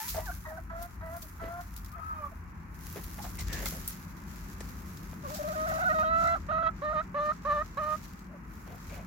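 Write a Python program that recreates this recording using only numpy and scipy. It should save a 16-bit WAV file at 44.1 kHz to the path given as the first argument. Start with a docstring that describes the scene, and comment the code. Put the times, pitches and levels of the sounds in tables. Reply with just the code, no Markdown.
"""Hens call round a straw-filled rabbit hutch outdoors, over a low rumble. First one whines and croons
a little way off, between soft clucks. Then straw slides and snaps, and the hutch boards ring dully
with bumps and scuffs. After five seconds a nearer hen draws out a long breaking call and five short
ones; faint clucks and scuffs close the scene. Each voice is a syrinx tone with overtones coloured by
the throat, roughened by puffs of turbulent breath."""
import sys
import numpy as np
from scipy import signal
from scipy.io import wavfile

SR = 44100
rng = np.random.default_rng(int(sys.argv[2]) if len(sys.argv) > 2 else 0)


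def master(y):
    """Save y as 16-bit WAV."""
    cut = np.clip(np.atleast_2d(y).T, -1, 1)
    pcm = np.round(cut * 32767)  # scale
    wavfile.write(sys.argv[1], SR, pcm.astype(np.int16))


N = 399546
TIME = np.arange(N) / SR

# the near hen's long call, swelling and opening: (time [s], pitch [Hz], fundamental [dB], octave [dB])
NEAR_LONG_CALL = [(5.235, 601, -48, -56), (5.257, 565.4, -45.5, -38), (5.285, 498, -45, -51),
                  (5.32, 614, -43, -48), (5.4, 590, -35, -47), (5.6, 629, -36, -36.5),
                  (5.75, 640, -35.5, -35.5), (5.9, 641, -32, -32), (6.08, 646.6, -34.5, -32.5),
                  (6.12, 661, -34.5, -28), (6.34, 674.4, -32, -24.5), (6.378, 581, -52, -42)]
# her short calls: (start [s], length [s], pitch [Hz], fundamental [dB], octave [dB],
# octave swell [dB/s], overshoot [Hz], final flick [Hz])
NEAR_SHORT_CALLS = [(6.486, .21, 648, -36.5, -30, 28, 3.9, 24.6),
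                    (6.818, 0.2, 613.6, -36, -33.5, 18, 17, 85),
                    (7.143, 0.18, 597, -35.5, -31.5, 11, 17.6, 85),
                    (7.449, 0.178, 601, -36.5, -31, 2, 22.2, 42),
                    (7.77, 0.19, 608.3, -39.5, -33, 24, 30, 31.6)]
# her voice cracks into a higher register:
# (centre [s], length [s], rise [share of pitch], fundamental change [dB], octave change [dB])
REGISTER_CRACKS = [(5.373, 0.033, 0.35, -15, -10), (5.431, 0.017, 0.31, -17, -3),
                   (5.487, 0.021, 0.1, -1, 1), (5.541, 0.027, 0.21, -11, -4), (5.67, 0.019, 0.13, -2, 1),
                   (5.72, 0.0081, 0.13, 2, 2), (5.785, 0.012, 0.17, -4.5, -3), (5.824, 0.03, .145, -1.5, 3),
                   (5.87, 0.04, 0.15, -5, 6.5), (5.933, 0.023, .14, -6, -1.5),
                   (6.034, 0.01477, 0.128, -3, 2), (6.357, 0.009, 0.25, 3, -4.5),
                   (6.517, 0.0089, 0.11, 1.5, 0), (6.628, 0.0027, 0.13, -6.5, -2),
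                   (6.934, 0.011, 0.12, -3, 0.5)]
# she bears down in pushes: (centre [s], length [s], strength [factor])
VOICE_PRESSES = [(5.908, 0.0347, 1.52), (5.959, 0.028, 0.56), (6.004, 0.051, 1.71), (6.065, 0.0494, 0.9),
                 (6.145, 0.05, 0.45), (6.536, 0.042, 0.77), (6.654, 0.022, 0.58), (6.672, 0.018, 1.77),
                 (6.847, 0.025, 1), (6.982, 0.044, 1.24), (7.189, 0.029, 1.13), (7.3, 0.034, 0.53),
                 (7.516, 0.044, 1.3), (7.579, 0.039, 0.92), (7.784, 0.018, 1.4), (7.837, 0.036, 0.85),
                 (7.918, 0.053, 0.54)]
# her pitch flutters: (centre [s], length [s])
PITCH_FLUTTERS = [(5.76, 0.18), (6.255, 0.087), (6.587, 0.018)]
# she is hoarse until she finds her register: (time [s], extra rasp [dB])
NEAR_HOARSENESS = [(5.3, 5), (5.55, 10), (5.78, 10), (5.89, -2.5), (6.3, 2), (7.3, 2.5), (7.8, 4)]
# hoarse croons: (start [s], length [s], pitch [Hz], fundamental [dB], octave [dB])
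HOARSE_CROONS = [(0.45, 0.17, 641, -46.5, -54.5), (0.695, 0.19, 678.5, -44.5, -53),
                 (1.007, .192, 662.5, -44, -53.5), (1.395, 0.24, 682, -43.5, -51.5)]
# thin whines and squeaks, one curve a call: (time [s], pitch [Hz], fundamental [dB], octave [dB])
THIN_WHINES = [
    [(0, 867, -41.5, -45), (.035, 886, -44.5, -49), (.06, 1007, -56, -55), (.09, 980, -53, -70)],
    [(.19, 936, -52, -59), (.255, 999, -50, -60), (.277, 767, -52, -42), (.304, 703, -36, -41.5),
     (.318, 790, -74, -40), (.335, 744, -55, -81)],
    [(.445, 1150, -53, -70), (.475, 1071, -55, -81), (.495, 940, -56, -48), (.53, 722, -46, -57)],
    [(.568, 796, -62, -52), (.583, 736, -44, -45.5), (.6, 765, -67, -70)],
    [(1.922, 596, -76, -52), (1.95, 635, -72, -39.5), (1.972, 653, -64, -57), (1.995, 631, -73, -42.5),
     (2.08, 648, -69, -39.5), (2.16, 621.5, -61, -36), (2.2, 612, -52, -43.5), (2.212, 599, -46, -50),
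     (2.228, 589, -52, -36), (2.27, 572, -50, -41), (2.285, 547, -68, -54)],
]
# soft clucks: (start [s], length [s], pitch [Hz], glide [Hz], fundamental [dB], octave [dB])
SOFT_CLUCKS = [(0.163, 0.034, 649, 3, -35.5, -52), (1.222, 0.041, 647, -64, -57.5, -69),
               (1.959, 0.045, 678, -35, -51.5, -54.5), (2.315, 0.02, 664, -30, -52, -69),
               (3.181, 0.035, 810, 105, -45, -69), (3.23, 0.031, 798, -250, -63, -60),
               (8.292, 0.036, 607, 63, -55.5, -70), (8.331, .04, 579, -43, -53, -66),
               (8.701, 0.054, 708, 0, -55, -76), (8.901, 0.055, 560, 115, -55, -69),
               (8.951, 0.068, 692, -85, -54, -72)]
# throat colour of each voice: (frequency [Hz], overtone level against the tone's body [dB])
NEAR_OVERTONES = [(1300, -9.5), (1850, -13.5), (2100, -18), (2350, -31.5), (2650, -28), (3100, -34),
                  (3500, -41.5), (3900, -26.5), (4400, -42), (5600, -51.5), (6500, -44), (8000, -77)]
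CROON_OVERTONES = [(1300, -30), (1750, -1.5), (2020, -9), (2300, -42), (3000, -28), (4100, -34),
                   (6000, -45)]
WHINE_OVERTONES = [(1300, -10), (1850, -34), (2400, -27), (2800, -38), (4200, -49), (6000, -60)]
# where each voice stands: (time [s], left lag [ms], left over right at the octave [dB])
NEAR_PAN = [(5.3, 0.37, -1.5), (6.03, 0.32, -3.5), (6.3, 0.28, -6.5), (6.6, 0.21, -7), (6.9, 0.19, -4.5),
            (7.55, 0.12, -4.5), (7.9, 0.11, -5)]
CROON_PAN = [(.5, -0.24, -2), (1.6, -0.2, -0.5)]
WHINE_PAN = [(0, 0.11, 0), (.3, 0.11, -2), (2.03, 0.27, 10), (2.16, 0.35, -5), (2.24, 0.15, -3)]
# straw is stirred: (start [s], length [s], crisp treble [dB], duller rustle [dB])
STRAW_STIRS = [(0, 0.072, -42, -46), (0.06, 0.022, -40, -45), (.17, 0.13, -49.5, -54.5),
               (0.35, 0.16, -58.5, -63), (0.81, 0.028, -59.5, -61.5), (1.145, 0.11, -54, -61),
               (1.334, 0.48, -60, -63.5), (1.73, 0.054, -64, -65), (2.023, 0.27, -63, -66.5),
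               (2.846, 0.52, -52, -55.5), (3.528, 0.072, -50.5, -45.5), (3.645, 0.042, -42, -45.5),
               (3.784, 0.15, -51.5, -52.5), (3.98, 0.51, -64, -63.5), (4.314, 0.4, -57, -57),
               (4.763, 0.41, -59, -60), (5.305, 0.49, -52, -51), (5.893, 0.021, -56, -53),
               (6.215, 0.053, -59, -53), (6.76, 0.26, -71, -64.5), (7.246, 0.096, -67, -60),
               (7.472, 0.3, -66, -60.5), (7.846, 0.21, -60, -57), (8.102, 0.05, -70, -67),
               (8.537, 0.33, -63, -64), (8.818, 0.13, -60, -58)]
# the straw's two colours: (frequency [Hz], relative density [dB])
CRISP_SPECTRUM = [(5000, -15), (7500, -11.5), (9000, -8), (12000, 0.5), (16000, -4.5)]
RUSTLE_SPECTRUM = [(1200, 2), (2200, 1), (3300, -4), (4500, -1), (7000, -1), (8500, -23.5), (11000, -28.5)]
# single stalks snap: (time [s], treble before trim [dB], middle band before trim [dB], decay [s])
STALK_SNAPS = [(0.078, -24, -41, 0.039), (0.144, -36, -59, .005), (0.164, -32, -44, 0.0046),
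               (0.255, -36, -50, 0.0051), (0.823, -29, -52, .004), (1.166, -34.5, -60, 0.0035),
               (1.216, -32.5, -51, 0.015), (1.609, -38, -54, .003), (1.763, -28, -47, 0.0033),
               (1.846, -36, -52, 0.0022), (1.917, -40, -61, 0.0025), (2.925, -38, -66, .003),
               (3.036, -32, -53, 0.0051), (3.216, -34, -47.5, 0.039), (3.386, -41, -43, 0.016),
               (3.403, -31, -45, 0.011), (3.527, -26, -39, 0.0091), (3.6567, -20, -35, .003),
               (3.8764, -18.5, -49, 0.0022), (3.89, -42, -59, .003), (4.605, -54, -50, 0.0038),
               (4.971, -42, -53.5, .002), (5.337, -30.5, -43.5, 0.029), (8.04, -49, -61, 0.0024),
               (8.08, -46, -60, .002), (8.191, -45, -57, 0.0018), (8.207, -52, -61, .001),
               (8.242, -55, -66, .001), (8.894, -50, -56, .003)]
# bumps and scuffs on the hutch: (start [s], length [s], resonance [Hz], level [dB])
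HUTCH_BUMPS = [(0.142, 0.092, 690, -43), (1.417, 0.091, 338, -48), (2.954, 0.058, 386, -44.5),
               (2.959, 0.053, 670, -54), (3.183, 0.017, 750, -46.5), (3.238, 0.046, 716, -46),
               (3.379, 0.053, 2060, -48.5), (3.489, 0.19, 1730, -47), (3.516, 0.21, 400, -50.5),
               (3.602, 0.063, 413, -46.5), (3.654, 0.019, 2090, -42.5), (3.654, 0.017, 1300, -44),
               (3.655, 0.034, 730, -51), (3.717, 0.086, 510, -50.5), (4.602, 0.015, 1780, -50),
               (4.603, 0.012, 504, -46), (5.128, 0.0057, 605, -48), (5.129, 0.005, 1150, -53),
               (5.3, 0.0066, 880, -44), (5.986, 0.0047, 870, -38.5), (8.661, 0.14, 504, -55),
               (8.9, 0.17, 590, -54), (8.893, 0.14, 2290, -57.5)]
# colours of the low bed and the far-off hiss: (frequency [Hz], relative density [dB])
LOW_SPECTRUM = [(22, -52), (32, -17), (41, -4), (51, 7.5), (63, -8), (82, 0), (115, -14.5), (150, -10),
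                (185, -7), (240, -16), (330, -19.5), (430, -20), (650, -3)]
AIR_SPECTRUM = [(450, -4.5), (620, -7), (820, 2), (1050, 6.5), (1400, 4), (1900, -0.5), (2400, -5),
                (3100, -19), (6000, -58)]
# fader rides for rumble, drone and hiss: (time [s], level [dB])
RUMBLE_FADER = [(0, -44.5), (1.2, -44), (1.8, -45), (2.7, -45), (3.1, -42.5), (3.6, -36.5), (4.0, -47.5),
                (4.7, -44.5), (5.2, -48), (5.8, -45.5), (6.5, -44), (7.2, -49), (7.6, -46), (8.3, -51.5),
                (9.06, -43.5)]
DRONE_FADER = [(0, -52), (2.4, -53.5), (3.0, -48.5), (3.6, -45), (4.0, -48.5), (5.8, -44.5), (7.0, -48),
               (9.06, -49.5)]
AIR_FADER = [(0, -58), (1.0, -56), (2.5, -55), (3.5, -53.5), (4.5, -53.5), (6, -54.5), (7.1, -54),
             (8.3, -55.5), (9.06, -53.5)]
# stereo image of straw and background: (frequency [Hz], left-right correlation [0 to 1])
STEREO_LIKENESS = [(50, 0.96), (150, 0.99), (300, 0.8), (700, 0.0025), (1400, 0), (3000, 0.0053),
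                   (15000, 0)]


def hen(calls, throat, place, half_db, half_tilt_db, jitter, shimmer_db, rasp_db, shadow_db,
        fundamental_share=0, onset_rasp_db=0, scratch=0, press_db=0, hoarseness=((0, 0),),
        edge_s=0.00057):
    """A syrinx tone with overtones; alternate cycles differ, which puts half harmonics between them."""
    smear_cycles, patchy_db, settle_s = .021, 3, .018
    out = np.zeros((2, N))
    for t, pitch, first_db, octave_db in calls:
        lag_ms, balance_db = in_time(place, t)
        pitch = pitch * (1 + jitter * drift(900, len(t)))
        cycles = np.cumsum(pitch) / SR
        left_lag_cycles = np.array([[1], [0]]) * pitch.mean() * lag_ms / 1000
        doubling_db = half_db + 3 * drift(25.1, len(t))
        body_db = octave_db + fundamental_share * (first_db - octave_db) + press_db * pressing(t)
        voice = 0
        for k in np.arange(2, 23) / 2:
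            level_db = first_db if k == 1 else octave_db if k <= 2 else body_db + at_hz(throat, k * pitch)
            if k % 1:   # half harmonics tilt with height, up to a limit
                level_db = level_db + np.minimum(doubling_db + half_tilt_db * (k - 2), half_db / 3)
            # low partials come direct, delayed and shaded at the left; the top ones scatter
            direct = k < 4
            ears = panned(balance_db - shadow_db * np.log2(k / 2) if direct else balance_db / 2)
            phase = k * cycles - left_lag_cycles * (min(k, 2) if direct else 1)
            if k > 2:   # overtones lose step, and come and go
                phase = phase + smear_cycles * (k - 2) * drift(220, len(t))
                level_db = level_db + patchy_db * drift(34.28, len(t))
            shimmer_share = .6 if k == 1 else 1   # the fundamental stays firmer
            gain = from_db(level_db + shimmer_db * shimmer_share * drift(140, len(t)))
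            voice = voice + np.sqrt(2) * gain * ears * np.sin(2 * np.pi * phase)
        # turbulence leaves the syrinx in puffs, one a cycle
        puffs = rng.standard_normal((2, len(t))) * (1 + np.cos(2 * np.pi * cycles))
        grit = scratch * band(puffs, 2100, 3200) + 0.045 * band(puffs, 4200, 4700)
        rasp = rms_one(band(puffs, 770, 1750, order=4) + grit)
        unsettled_db = onset_rasp_db * np.exp(-(t - t[0]) / settle_s)
        voice = voice + rasp * from_db(octave_db + rasp_db + unsettled_db + in_time(hoarseness, t)[0])
        fade = np.clip(np.minimum(t - t[0], t[-1] - t) / edge_s, 0, 1)
        add(out, t[0], voice * fade)
    return out


def glide(curve):
    """A freely gliding call: (time [s], pitch [Hz], fundamental [dB], octave [dB])."""
    t = np.arange(curve[0][0], curve[-1][0], 1 / SR)
    return (t, *in_time(curve, t))


def short_call(s, length, hz, first_db, octave_db, swell_db_per_s, overshoot_hz, flick_hz):
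    """The pitch scoops up, overshoots, climbs as the octave swells, and ends on an upward flick."""
    climb_hz_per_s, wavers_per_s = 128.5, 70
    age = np.arange(0, length, 1 / SR)
    past_middle, remaining = age - length / 2, length - age
    scoop_hz = 60.4 * np.exp(-age / 0.01153)
    overshoot = overshoot_hz * np.exp(-((age - .032) / 0.0133) ** 2)
    flick = flick_hz * np.exp(-remaining / 0.0076)
    pitch = hz - scoop_hz + overshoot + climb_hz_per_s * past_middle + flick
    edges_db = -8.5 * np.exp(-age / 0.0042) - 6.5 * np.exp(-remaining / 0.006)
    swell_db = swell_db_per_s * past_middle + 1.6 * drift(wavers_per_s, len(age))
    pitch = pitch * (1 + 0.0078 * drift(wavers_per_s, len(age)))
    # the flick pushes the octave while the fundamental gives way
    first_db, octave_db = first_db - 0.14 * flick, octave_db + 0.0687 * flick
    return s + age, pitch, first_db + edges_db, octave_db + edges_db + swell_db


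def cracked(t, pitch, first_db, octave_db):
    """Pressing flattens and strengthens the tone; a crack throws it upward; a flutter shakes it."""
    sag_share, push_db, flutter_share, flutter_hz = .018, 3, 0.04, 60
    press = pressing(t)
    pitch, octave_db = pitch * (1 - sag_share * press), octave_db + push_db * press
    for s, length, rise, first_change_db, octave_change_db in REGISTER_CRACKS:
        inside = during(t, s, length)
        pitch = pitch * (1 + rise * inside)
        first_db, octave_db = first_db + first_change_db * inside, octave_db + octave_change_db * inside
    shaking = sum(during(t, s, length) for s, length in PITCH_FLUTTERS)
    flutter = flutter_share * shaking * np.sin(2 * np.pi * flutter_hz * t)
    return t, pitch * (1 + flutter), first_db, octave_db


def pressing(t):
    """How hard the near hen bears down on her voice."""
    return sum(strength * during(t, s, length) for s, length, strength in VOICE_PRESSES)


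def croon_call(s, length, hz, first_db, octave_db):
    """A raspy catch in the throat, joined by a soft tone that climbs; both fade together."""
    climb_hz_per_s, catch_hz, catch_db, catch_s = 299, 20.5, 9.5, 0.019
    attack_s, release_s, fade_db = 0.023, 0.024, 31
    age = np.arange(0, length, 1 / SR)
    catch = np.exp(-age / catch_s)
    pitch = hz + climb_hz_per_s * (age - length / 2) + catch_hz * catch
    attack_db = -fade_db * np.maximum(1 - age / attack_s, 0)
    release_db = -fade_db * np.maximum(1 - (length - age) / release_s, 0)
    return s + age, pitch, first_db + attack_db + release_db, octave_db + release_db + catch_db * catch


def cluck_call(s, length, hz, glide_hz, first_db, octave_db):
    """One soft gulp of tone that swells and dies while its pitch slides."""
    age = np.arange(0, length, 1 / SR)
    arch_db = -6 * (2 * age / length - 1) ** 2
    return s + age, hz + glide_hz * (age / length - .5), first_db + arch_db, octave_db + arch_db


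def straw():
    """Dry stalks slide over each other in small surges."""
    crisp_db, rustle_db = stirring(TIME)
    surge_db = 1.3 * drift(45)
    grains = crackle(per_s=1100, spread_db=3.2, hiss=.75)
    crisp = from_db(crisp_db + surge_db) * coloured(CRISP_SPECTRUM, grains)
    rustle = from_db(rustle_db + surge_db) * coloured(RUSTLE_SPECTRUM, grains)
    return (crisp + rustle) * panned(-0.45)


def stirring(t):
    """Crisp and rustle levels in dB: each stir builds, holds and settles."""
    attack_s, release_s = 0.076, 0.14
    grid = TIME[::64]
    gains = from_db([[-73], [-72]])   # the straw is never quite still
    for s, length, crisp_db, rustle_db in STRAW_STIRS:
        before, after = np.maximum(s - grid, 0), np.maximum(grid - s - length, 0)
        envelope = np.exp(-before / attack_s - after / release_s)
        gains = np.maximum(gains, from_db([[crisp_db], [rustle_db]]) * envelope)
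    return [np.interp(t, grid, 20 * np.log10(gain)) for gain in gains]


def crackle(per_s, spread_db, hiss):
    """Countless tiny stalk contacts of uneven size over a smooth sliding hiss."""
    contacts = rng.random((2, 1, N)) < per_s / SR
    sizes = from_db(spread_db * np.minimum(rng.exponential(1, (2, 1, N)), 4))
    ticks = rms_one(contacts * sizes * rng.standard_normal((2, 2, N)))
    return ticks + hiss * rng.standard_normal((2, 2, N))


def snaps(rise_share, splinter_s, splinter_db, treble_trim_db, middle_trim_db):
    """A stalk gives with a sharp crack or a slower crunch, then splinters briefly."""
    out, t = np.zeros((2, N)), TIME[:SR // 12]
    for s, treble_db, middle_db, decay_s in STALK_SNAPS + small_snaps(count=14, decay_s=.002):
        splinters = from_db(splinter_db + 3.8 * drift(320, len(t))) * np.exp(-t / splinter_s)
        attack = 1 - np.exp(-t / (rise_share * decay_s))
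        burst = rng.standard_normal((2, len(t))) * (np.exp(-t / decay_s) + splinters) * attack
        treble = from_db(treble_db + treble_trim_db) * band(burst, 8600, 21000)
        middle = from_db(middle_db + middle_trim_db) * band(burst, 3760, 9760)
        add(out, s, treble + middle)
    return out


def small_snaps(count, decay_s):
    """Lesser snaps fall at random, louder where the straw is stirred harder."""
    s = rng.random(count) * TIME[-1]
    crisp_db, rustle_db = stirring(s)
    return list(zip(s, crisp_db + 16.5, rustle_db + 2, np.full(count, decay_s)))


def bumps(width_hz, body_db):
    """Each bump is a short run of uneven contacts that sets a damped board sounding."""
    out, t = np.zeros((2, N)), TIME[:SR // 4]
    for s, length, hz, level_db in HUTCH_BUMPS:
        push = np.clip(t / 0.0043, 0, 1) * np.clip(2 * (1 - t / length), 0, 1)
        force = push * from_db(1.5 * drift(170, len(t)))
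        contacts = force * (rng.standard_normal(len(t)) + 0.8 * rng.standard_normal((2, len(t))))
        ring = resonate(resonate(contacts, hz, width_hz), hz, 2 * width_hz)
        body = from_db(body_db) * band(contacts, 310, 1930)
        add(out, s, from_db(level_db) * rms_one(ring + body) * np.sqrt(length / t[-1]))
    return out


def hutch_echo(x, t60, wet_db):
    """Dense, quickly dying reflections from the hutch walls and the yard."""
    t = TIME[:SR // 2]
    tail = band(rng.standard_normal((2, len(t))), 540, 2100) * from_db(-60 * t / t60) * (t > .004)
    tail = tail / np.sqrt(np.sum(tail ** 2, axis=1, keepdims=True))
    return x + from_db(wet_db) * signal.fftconvolve(x, tail, axes=1)[:, :N]


def outdoors():
    """The bed: a low rumble, a drone above it and a far-off hiss."""
    low = coloured(LOW_SPECTRUM, rng.standard_normal((2, 2, N)))
    hiss = coloured(AIR_SPECTRUM, rng.standard_normal((2, 2, N)))
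    rumble = from_db(in_time(RUMBLE_FADER)[0]) * rms_one(band(low, 34.0, 109.7, order=4))
    drone = from_db(in_time(DRONE_FADER)[0]) * rms_one(band(low, 126.3, 371.4, order=4))
    air = from_db(in_time(AIR_FADER)[0]) * rms_one(band(hiss, 672, 2910, order=5))
    return (rumble + drone) * panned(1.8) + air * panned(.8)


def coloured(spectrum, source):
    """Two unrelated stereo sources take turns in a filter bank; the bass is centred, the top wide."""
    low, high = spectrum[0][0], spectrum[-1][0]
    edges = np.geomspace(low, high * np.sqrt(4 / 3), 2 * len(spectrum) + 1)
    out = 0
    for k, (low_hz, high_hz) in enumerate(zip(edges, edges[1:])):
        hz = np.sqrt(low_hz * high_hz)
        pair = band(source[k % 2], low_hz, high_hz)
        blend = np.arcsin(at_hz(STEREO_LIKENESS, hz)) / 2
        out = out + from_db(at_hz(spectrum, hz)) * (np.cos(blend) * pair + np.sin(blend) * pair[::-1])
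    return rms_one(out)


def from_db(db):
    """Decibels to gain."""
    return 10 ** (np.asarray(db) / 20)


def rms_one(x):
    """Scale to unit power."""
    return x / np.sqrt(np.mean(x ** 2) + 1e-20)


def in_time(rows, t=TIME):
    """Each column of a curve, joined by straight lines."""
    s, *columns = np.transpose(rows)
    return [np.interp(t, s, c) for c in columns]


def at_hz(points, hz):
    """Read a spectrum on a log-frequency axis."""
    f, value = np.transpose(points)
    return np.interp(np.log(hz), np.log(f), value)


def during(t, s, length):
    """A soft-edged window centred on s."""
    return np.exp(-(2 * (t - s) / length) ** 4)


def drift(rate, size=N):
    """Smooth random wander of spread 1, with `rate` new values a second."""
    knots = rng.standard_normal(size // 8 + 2)
    return np.interp(np.arange(size) * rate / SR, np.arange(len(knots)), knots) * np.sqrt(3 / 2)


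def band(x, low_hz, high_hz, order=2):
    """Flat-topped band-pass."""
    sos = signal.butter(order, [low_hz, min(high_hz, SR * 15 / 32)], "band", fs=SR, output="sos")
    return signal.sosfilt(sos, x + 1e-18)


def resonate(x, hz, width_hz):
    """One resonance with gain 1 at its peak."""
    r = np.exp(-np.pi * width_hz / SR)
    feedback = [1, -2 * r * np.cos(2 * np.pi * hz / SR), r * r]
    return signal.lfilter(np.array([1, 0, -1]) * (1 - r * r) / 2, feedback, x)


def panned(balance_db):
    """Left and right gains of equal total power."""
    gains = from_db(np.array([[1], [-1]]) * balance_db / 2)
    return gains / np.sqrt(np.mean(gains ** 2, axis=0))


def add(out, s, sound):
    """Mix a stereo sound in at time s."""
    i = max(round(s * SR), 0)
    out[:, i:i + sound.shape[1]] += sound[:, :max(N - i, 0)]


def scene():
    """The near hen in front, farther calls and bumps a little wetter, dry straw, the outdoor bed."""
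    near_calls = [glide(NEAR_LONG_CALL)] + [short_call(*row) for row in NEAR_SHORT_CALLS]
    near = hen([cracked(*call) for call in near_calls], NEAR_OVERTONES, NEAR_PAN,
               half_db=-21.5, half_tilt_db=4.5, jitter=.007, shimmer_db=.8, rasp_db=-24, shadow_db=5.5,
               fundamental_share=.5, onset_rasp_db=16.5, scratch=.17, press_db=2.5,
               hoarseness=NEAR_HOARSENESS)
    croon = hen([croon_call(*row) for row in HOARSE_CROONS], CROON_OVERTONES, CROON_PAN,
                half_db=-2.5, half_tilt_db=0, jitter=.017, shimmer_db=2.8, rasp_db=-4.5, shadow_db=2,
                onset_rasp_db=4, edge_s=.008)
    cluck = hen([cluck_call(*row) for row in SOFT_CLUCKS], CROON_OVERTONES, CROON_PAN,
                half_db=-6, half_tilt_db=0, jitter=.06, shimmer_db=3, rasp_db=0, shadow_db=2)
    whine = hen([glide(curve) for curve in THIN_WHINES], WHINE_OVERTONES, WHINE_PAN,
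                half_db=-21.5, half_tilt_db=-0.5, jitter=0.012, shimmer_db=3, rasp_db=-17, shadow_db=3,
                edge_s=0.0024)
    farther = hutch_echo(croon + cluck + whine + bumps(width_hz=270, body_db=-12), t60=0.16, wet_db=-20)
    stalks = straw() + snaps(rise_share=0.3, splinter_s=0.019, splinter_db=-6,
                             treble_trim_db=-4.5, middle_trim_db=10)
    return hutch_echo(near, t60=0.087, wet_db=-23.5) + farther + stalks + outdoors()


def record(dry):
    """A steep high cut at 16.1 kHz."""
    return signal.sosfilt(signal.ellip(10, .1, 80, 16100, fs=SR, output="sos"), dry)


dry = scene()
out = record(dry)
master(out)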